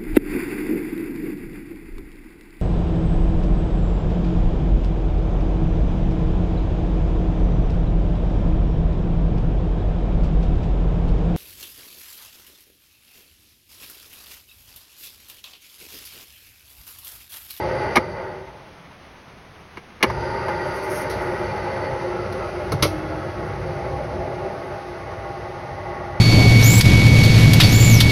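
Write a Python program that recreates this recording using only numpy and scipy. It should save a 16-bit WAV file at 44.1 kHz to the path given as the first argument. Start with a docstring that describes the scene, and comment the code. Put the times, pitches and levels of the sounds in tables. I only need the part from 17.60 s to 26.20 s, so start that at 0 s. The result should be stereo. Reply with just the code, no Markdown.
"""Mixer motor stopping and restarting

A mixer motor hums inside a sheet steel casing, runs down when the timer knob trips its contactor
and starts again. Rotor and gears shake the modes of frame and casing under a whirr and thin whistles.
A hand slides off the panel and raps the casing. The microphone then moves round the machine,
which shifts the modes heard, in a large hall filled with distant ventilation."""
import sys
import numpy as np
from scipy import signal
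from scipy.fft import rfft, irfft, next_fast_len
from scipy.io import wavfile
from scipy.ndimage import uniform_filter1d, map_coordinates

SR = 44100
rng = np.random.default_rng(int(sys.argv[2]) if len(sys.argv) > 2 else 0)


def generate_wav(signal):
    """Clip the signal to [-1, 1] and save it as 16-bit WAV at the path in sys.argv[1]."""
    frames = np.transpose(np.atleast_2d(signal))
    scaled = np.clip(frames, -1, 1) * 32767
    pcm = np.round(scaled).astype(np.int16)
    wavfile.write(sys.argv[1], SR, pcm)


N = 379260
TIME_S = np.arange(N) / SR

FIRST_START_S, STOP_S, RESTART_S = -1.6, 0.41, 2.435
COAST_S, SPIN_UP_S = 0.89, 0.0316
SURGE_DB, SURGE_S = 6, 0.42  # frame lurch at start
UNPOWERED_DB = -4.5  # whirr and whistles, below full speed
# (frequency [Hz], width [Hz], gain at panel [dB], at corner [dB], at flank [dB])
CASING_MODES = [(201.9, 22.6, -16, -9.5, -8.5), (308, 91, -12.5, -16, -9.5), (356.4, 21.2, -4, -1, 4.5),
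                (375.9, 36.7, -1, -6.5, -2.5), (479.5, 32, -6.5, -8.5, -4.5), (533, 41.5, -2.5, -4, -0.5),
                (599, 59, -4.5, -7, 0.5), (656, 38, -16, -8.5, -1.5), (805, 15.9, -9.5, -6, 5.5),
                (823.2, 25, -28, -19.5, -1.5), (847, 27.4, -0.5, -5, 0.5), (909, 65, -1, -13, -8),
                (1006, 29, -11.5, -10, -13.5), (1107.7, 29, -14, -7.5, -4), (1224.5, 87, -6.5, -12.5, -9.5),
                (1267.5, 26, -18.5, -2.5, -13), (1361, 79, -24.5, -4.5, -19.5),
                (1418.7, 88, -7.5, -9.5, -10), (1519, 55, -5.5, -11.5, -13), (1680, 47, -19, -11, -14.5),
                (1837, 72, -9, -18.5, -14.5), (1908, 45, -29, -31, -16.5), (1917, 56, -6.5, -10.5, -22.5),
                (2027, 48, -20, -18, -12), (2063, 104, -13.5, -15, -38), (2142, 234, -18.5, -16, -17),
                (2383, 46, -18, -17, -21.5), (2500, 870, -30, -25.5, -32.5)]
BEARING_MODES = [(4493, 67, -4, -4, -12.5), (4810, 81, -10, -6, -11.5), (5220, 140, -15, -19, -25),
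                 (5980, 190, -8, -22, -29)]
# (frequency [Hz], width [Hz], gain [dB])
FRAME_MODES = [(60, 11.8, 0.5), (96, 12.9, 1.5), (134.7, 49, -2.5), (179.4, 4.8, -5.5)]
# (frequency [Hz], density [dB])
FAN_SPECTRUM = [(1800, -50), (2500, 6.5), (3200, -4.5), (4200, -1.5), (6000, -2.5), (8000, -10),
                (10000, -15), (12000, -22.5), (16000, -45)]
# (time [s], place [0 panel, 1 corner, 2 flank, 3 behind])
MIC_PATH = [(0, 0.56), (2.6, 0.28), (3.0, 0.19), (3.4, 0.55), (4.4, 0.65), (4.7, 1.05), (5.15, 1.48),
            (5.65, 1.21), (6.2, 1.77), (6.75, 1.65), (7.6, 2.15), (8.6, 2.57)]
# Levels before speed scaling; they dip after the switch clack and swell back.
# (time [s], hum [dB], rumble [dB], rattle [dB])
MOTOR_LEVELS = [(0, -21, -29.5, -34.5), (.36, -23, -37.5, -33), (.5, -28, -35, -40), (.6, -24, -34.5, -31),
                (2.5, -26, -34.5, -36), (2.83, -25.5, -34.5, -33), (3.23, -27, -39, -33.5),
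                (3.62, -23.5, -33.5, -33), (4.15, -24, -35, -34.5), (4.86, -25.5, -36.5, -38),
                (5.3, -29, -30.5, -36.5), (5.72, -28.5, -31, -38), (6.13, -30, -30.5, -36.5),
                (6.61, -27.5, -33, -39), (7.02, -30, -38.5, -39.5), (7.23, -36, -42, -39.5),
                (7.5, -37, -37, -40), (7.91, -37, -39.5, -41), (8.26, -37.5, -35.5, -39.5),
                (8.6, -39, -37, -38.5)]
# Fade with distance: (time [s], level [dB])
WHIRR_LEVELS = [(0, -48), (4.1, -47.5), (4.9, -49.5), (6, -51), (8.6, -53.5)]

def motor():
    """Rotor and gears shake frame and casing; each layer follows a power of the shaft speed."""
    speed, running_s = shaft()
    place = curves(MIC_PATH)[0]
    hum_db, rumble_db, rattle_db = curves(MOTOR_LEVELS)
    rumble_db += SURGE_DB * np.exp(-running_s / SURGE_S)
    whirr_db = curves(WHIRR_LEVELS)[0] + UNPOWERED_DB * (speed < 1)
    gears = shaking(rough_db=1.0, rate_hz=70) * amp(0.33 * wobble(11))
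    casing = ringing(gears, CASING_MODES, place, swell_db=0.8)
    hum = lowpass(casing, 960, order=20)
    rattle = casing - hum
    hum -= (1 - speed ** 0.8) * lowpass(hum, 620, order=10)  # deep modes die first when coasting
    frame = lambda hz: modes(FRAME_MODES)(hz) / (1 + (45 / (hz + 1)) ** 6) / (1 + (hz / 250) ** 4)
    rumble = filtered(shaking(rough_db=0.5, rate_hz=10), frame)
    fan = coloured(shaking(rough_db=0.7, rate_hz=40), FAN_SPECTRUM)
    bearing = ringing(shaking(rough_db=1.1, rate_hz=30), BEARING_MODES, place, swell_db=1.2)
    body = (amp(hum_db) * speed ** 1.62 * unit(hum)
            + amp(rumble_db) * speed ** 2.1 * unit(rumble)
            + amp(rattle_db) * speed ** 2.75 * unit(rattle)
            + amp(whirr_db) * speed ** 2.1 * (fan + 0.4 * bearing))
    via_hall = np.clip(place / 2, 0, 1)
    near, far = stereo(body, lean=1.8, wide_db=5.5), stereo(body, lean=0.28, wide_db=5.0)
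    return (1 - via_hall) * near + via_hall * far


def shaft():
    """Speed (0-1) and seconds since the last start; friction brakes the rotor evenly."""
    restarted = TIME_S >= RESTART_S
    running_s = TIME_S - np.where(restarted, RESTART_S, FIRST_START_S)
    speed = np.where(restarted, running_s / SPIN_UP_S, 1 - (TIME_S - STOP_S) / COAST_S)
    return np.clip(speed, 0, 1), running_s


def ringing(drive, table, place, swell_db):
    """Sharp driven modes, each weighted by place and swelling in its own time."""
    size = next_fast_len(N)
    looped = np.pad(drive, ((0, 0), (0, size - N)), "wrap")  # already ringing at time zero
    spectrum, freqs = rfft(looped), np.fft.rfftfreq(size, 1 / SR)
    out = 0
    for hz, width, panel, corner, flank in table:
        db = np.interp(place, [0, 1, 2, 3], [panel, corner, flank, 2 * flank - corner])
        mode = irfft(spectrum * modes([(hz, width, 0)])(freqs) ** 2, size)[:, :N]
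        out += amp(db + swell_db * wobble(2.411)) * mode
    return unit(out)


# (time [s], level [dB], thud [dB], snap [dB], ring centre [Hz], thud centre [Hz], t60 [s])
SWITCH_BLOWS = [(0.3555, -12, -33, -9.5, 2630, 395, 0.023), (0.358, -9, -1.5, -4.5, 920, 690, 0.031),
                (0.367, -3, -3, -15, 1440, 352, 0.035), (0.375, -13, 8.5, -17, 1190, 266, 0.041),
                (2.171, -26, 0, -17.5, 1480, 300, 0.047), (2.406, -29, -1, -46, 1260, 417, 0.36),
                (2.427, -2, -6, -8.5, 2140, 395, 0.047), (2.437, -6.5, 2, -29, 1040, 342, 0.053),
                (2.499, -17.5, -2, -20, 907, 514, 0.044), (2.882, -16, -0.5, -20, 880, 527, 0.071)]
# (frequency [Hz], width [Hz], gain [dB])
CONTACTOR_MODES = [(836, 97, 7), (1030, 78, 6.5), (1213, 59, 6), (1727, 170, 2), (2207, 100, 9.5),
                   (2443, 50, -2), (2780, 130, 1.5), (3400, 1700, -7), (4200, 89, 2), (5650, 230, 0)]
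# (frequency [Hz], gain [dB])
SWITCH_BOX_MODES = [(225, 4.5), (355, 3.5), (480, -1.5), (640, 2.5)]

def switch():
    """Timer knob and contactor clack in the switch box."""
    return blows(SWITCH_BLOWS, CONTACTOR_MODES, SWITCH_BOX_MODES, hold_s=0.0086, push=19.3)


# (time [s], level [dB], thud [dB], snap [dB], ring centre [Hz], thud centre [Hz], t60 [s])
HAND_BLOWS = [(3.497, -37.5, 14, 10, 2360, 500, 0.27), (4.724, -28, -3, -4, 1480, 505, 0.069),
              (5.119, -17.5, 6, -1, 1540, 350, 0.068), (5.136, -29.5, 22, -22, 900, 150, 0.14),
              (5.224, -6.5, 1, -1, 1980, 191, 0.13), (5.25, -16.5, 13, -18, 910, 563, 0.04)]
# (frequency [Hz], width [Hz], gain [dB])
SHEET_MODES = [(1020, 264, 11.5), (1330, 260, 10.5), (2130, 280, 4.5), (3330, 250, 6.5)]
# (frequency [Hz], gain [dB])
CAVITY_MODES = [(95, 6), (140, 2.5), (317, -2), (443, 4.5), (590, -1.5)]
# (frequency [Hz], gain [dB], t60 [s])
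SHEET_TONES = [(315, -14.5, 2.6), (580, -11, .25), (2640, -31, .8), (3345, -42, 2.5), (3820, -4, .06),
               (4320, -12, .07), (4930, -19, .15), (5190, -11, .06), (5749, -12.5, .2)]

def raps():
    """A hand raps the hollow casing; the loosely held sheet rings on, wavering."""
    return blows(HAND_BLOWS, SHEET_MODES, CAVITY_MODES, hold_s=0.0049, push=3, tones=SHEET_TONES)


HARD_BLOW_DB = -9  # softer blows excite the tones less
# (frequency [Hz], density [dB])
SNAP_SPECTRUM = [(2500, -33), (4000, -1.5), (11000, -9), (16000, -19.5)]

def blows(events, body, hollow, hold_s, push, tones=()):
    """Each blow pushes once, then chatters into the body's modes, with a snap, a thud and any tones."""
    out, t = np.zeros((2, N + SR)), np.arange(SR) / SR
    wavers = [amp(4 * wobble(45)[:SR]) for _ in tones]
    fade = lambda t60, hold: amp(-60 * np.maximum(t - hold, 0) / t60) * (1 - np.exp(-t / 0.0015))
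    # The contact point favours nearby modes.
    favour = lambda hz, centre: 1 / (1 + (np.log((hz + 1) / centre) / 0.5) ** 2)
    for start_s, db, thud_db, snap_db, ring_hz, thud_hz, t60 in events:
        chatter, hiss = rng.standard_normal((2, 2, SR))
        chatter[0, 0] += push
        ring = unit(filtered(chatter, lambda hz: modes(body)(hz) * favour(hz, ring_hz)))
        ring *= fade(t60, hold_s)
        thud = unit(sum(amp(gain + rng.standard_normal()) * favour(hz, thud_hz)
                        * np.sin(2 * np.pi * hz * t + [[0], [np.pi / 2]]) for hz, gain in hollow))
        thud *= fade(0.98 * t60, 0.77 * hold_s) * (1 - np.exp(-t / 0.0023))
        snap = coloured(hiss, SNAP_SPECTRUM)
        snap *= fade(0.84 * t60, 0.47 * hold_s) + 0.13 * fade(3 * t60, 0)
        tail = sum(amp(gain) * waver * fade(tone_t60, 0) * np.sin(2 * np.pi * hz * t)
                   for (hz, gain, tone_t60), waver in zip(tones, wavers))
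        blow = ring + amp(thud_db) * thud + amp(snap_db) * snap + amp(0.8 * (db - HARD_BLOW_DB)) * tail
        start = round(start_s * SR)
        out[:, start:start + SR] += amp(db - 7.5) * blow
    return stereo(out[:, :N], lean=2.1, wide_db=7.0)


# (peak time [s], level [dB], 30 dB rise [s], 30 dB fall [s])
HAND_STROKES = [(3.421, -34.5, 0.57, 0.08), (3.62, -48, 0.08, 0.8), (4.84, -55.5, 0.23, 4.5),
                (7.0, -61, 0.17, 1.5)]
# (frequency [Hz], density [dB])
SKIN_SPECTRUM = [(2500, -42), (4500, -16), (6500, 1.5), (10500, -7), (13000, -12), (16000, -19.5)]

def slide():
    """Skin and cloth hiss along the steel in small slips."""
    strokes = sum(amp(db - 30 * np.maximum((peak_s - TIME_S) / rise_s, (TIME_S - peak_s) / fall_s))
                  for peak_s, db, rise_s, fall_s in HAND_STROKES)
    friction = coloured(shaking(rough_db=2.5, rate_hz=39), SKIN_SPECTRUM)
    return stereo(strokes * friction, lean=0.5, wide_db=-24.0)


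COAST_SAG = 0.049  # share of pitch lost at standstill
# (settled [Hz], initial [Hz], settling [s], fuzz [Hz], level [dB], fade start [s], fade [dB/s])
MOTOR_WHISTLES = [(9600, 10700, 1, 200, -64, 4.1, 3), (4640, 4830, 0.95, 130, -50.5, 3.0, 16)]

def whistles():
    """Fuzzy whistles sink after each start, sag as the rotor coasts and fade as the microphone moves."""
    speed, running_s = shaft()
    out = 0
    for end_hz, start_hz, settle_s, fuzz_hz, db, fade_s, db_per_s in MOTOR_WHISTLES:
        hz = end_hz + (start_hz - end_hz) * np.exp(-running_s / settle_s)
        hz *= 1 - COAST_SAG * (1 - speed)
        phase = 2 * np.pi * np.cumsum(hz) / SR
        level = amp(db - db_per_s * np.maximum(TIME_S - fade_s, 0))
        fuzz = lowpass(rng.standard_normal((2, N)), fuzz_hz, order=2)
        out += level * unit(fuzz[0] * np.cos(phase) + fuzz[1] * np.sin(phase))
    return speed ** 2.3 * amp(UNPOWERED_DB * (speed < 1) + 1.5 * wobble(12)) * out


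# (frequency [Hz], density [dB])
HALL_SPECTRUM = [(30, -13), (50, -3.5), (170, -2.5), (250, -8), (1100, -10), (1700, -14), (2100, -14),
                 (4000, -24), (6000, -27), (8000, -29), (10000, -35), (12000, -39.5), (16000, -40.5)]

def hall():
    """Distant ventilation and machines fill the hall."""
    air = coloured(shaking(rough_db=0.5, rate_hz=37), HALL_SPECTRUM)
    return amp(-45.0) * stereo(air, lean=0, wide_db=8.5)


# (frequency [Hz], side over mid [dB])
STEREO_WIDTH = [(40, -35.5), (120, -54), (200, -27), (380, -19), (700, -15), (1300, -14.5), (2400, -12.5),
                (4100, -7), (4500, -5), (4750, -17), (5500, -11.5), (6400, -9.5), (7000, -33.5)]
# (frequency [Hz], side-mid correlation per unit lean [left +])
STEREO_LEAN = [(200, -0.34), (1300, -0.29), (2000, 0.12), (2900, -0.22), (3600, -0.08), (5000, -0.071)]

def stereo(pair, lean, wide_db):
    """Left and right from a sound and its unrelated twin; lean ties the side to the mid."""
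    def response(hz):
        tied = np.clip(lean * along(STEREO_LEAN, hz), -0.95, 0.95)
        return amp(along(STEREO_WIDTH, hz) + wide_db) * [tied, np.sqrt(1 - tied ** 2)]
    side = filtered(pair, response).sum(0)
    return np.array([pair[0] + side, pair[0] - side])


def amp(db):
    return 10 ** (np.asarray(db) / 20)


def unit(x):
    return x / np.sqrt(np.mean(x ** 2) + 1e-20)


def along(points, hz):
    """Interpolate on a log frequency axis."""
    freqs, values = np.transpose(points)
    return np.interp(np.log(hz + 1), np.log(freqs + 1), values)


def curves(rows):
    """One value per sample for each column after the time."""
    times, *columns = np.transpose(rows)
    return [np.interp(TIME_S, times, column) for column in columns]


def wobble(rate_hz):
    """Smooth random curve."""
    knots = rng.standard_normal(int(N * rate_hz / SR) + 4)
    return map_coordinates(knots, [TIME_S * rate_hz])


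def shaking(rough_db, rate_hz):
    """Two unrelated noises with shared uneven bumps."""
    return rng.standard_normal((2, N)) * amp(rough_db * wobble(rate_hz))


def filtered(x, response):
    """Apply a complex frequency response."""
    size = next_fast_len(x.shape[-1] + 8192)
    return irfft(rfft(x, size) * response(np.fft.rfftfreq(size, 1 / SR)), size)[..., :x.shape[-1]]


def lowpass(x, cutoff_hz, order):
    return filtered(x, lambda hz: 1 / (1 + (hz / cutoff_hz) ** order))


def coloured(x, spectrum):
    return unit(filtered(x, lambda hz: amp(along(spectrum, hz))))


def modes(table):
    """Causal response of resonances summed with alternating sign."""
    return lambda f: sum((-1) ** k * amp(db) * 1j * f * width / (hz * hz - f * f + 1j * f * width)
                         for k, (hz, width, db) in enumerate(table))


def scene():
    """Machine, hand and hall."""
    knocks = switch() + raps()
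    return motor() + whistles() + slide() + knocks + hall()


def ducking(x, threshold_db=-17, db_per_db=3.95, recovery_s=0.54):
    """Gain that sinks after loud moments and recovers slowly."""
    power = np.abs(uniform_filter1d((x ** 2).mean(0), size=441)) + 1e-12
    over_db = np.maximum(10 * np.log10(power) - threshold_db, 0)
    pole = np.exp(-1 / (recovery_s * SR))
    return amp(-db_per_db * signal.lfilter([1 - pole], [1, -pole], over_db))


CEILING, TOP_HZ = 0.97, 15900
# (frequency [Hz], left lead [half turns])
CHANNEL_PHASE = [(4300, 0), (7100, 1), (8200, 1), (10500, 2), (11600, 2), (13700, 3), (14800, 3),
                 (16000, 3.6)]

def record(dry):
    """The channels part in phase in the treble; gain ducks after bangs and peaks saturate softly."""
    turned = filtered(dry, lambda hz: np.exp(0.5j * np.pi * along(CHANNEL_PHASE, hz) * [[1], [-1]]))
    ducked = turned * ducking(turned)
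    soft = ducked / (1 + np.abs(ducked / CEILING) ** 4) ** (1 / 4)
    return filtered(soft, lambda hz: hz < TOP_HZ)


dry = scene()
out = record(dry)
generate_wav(out)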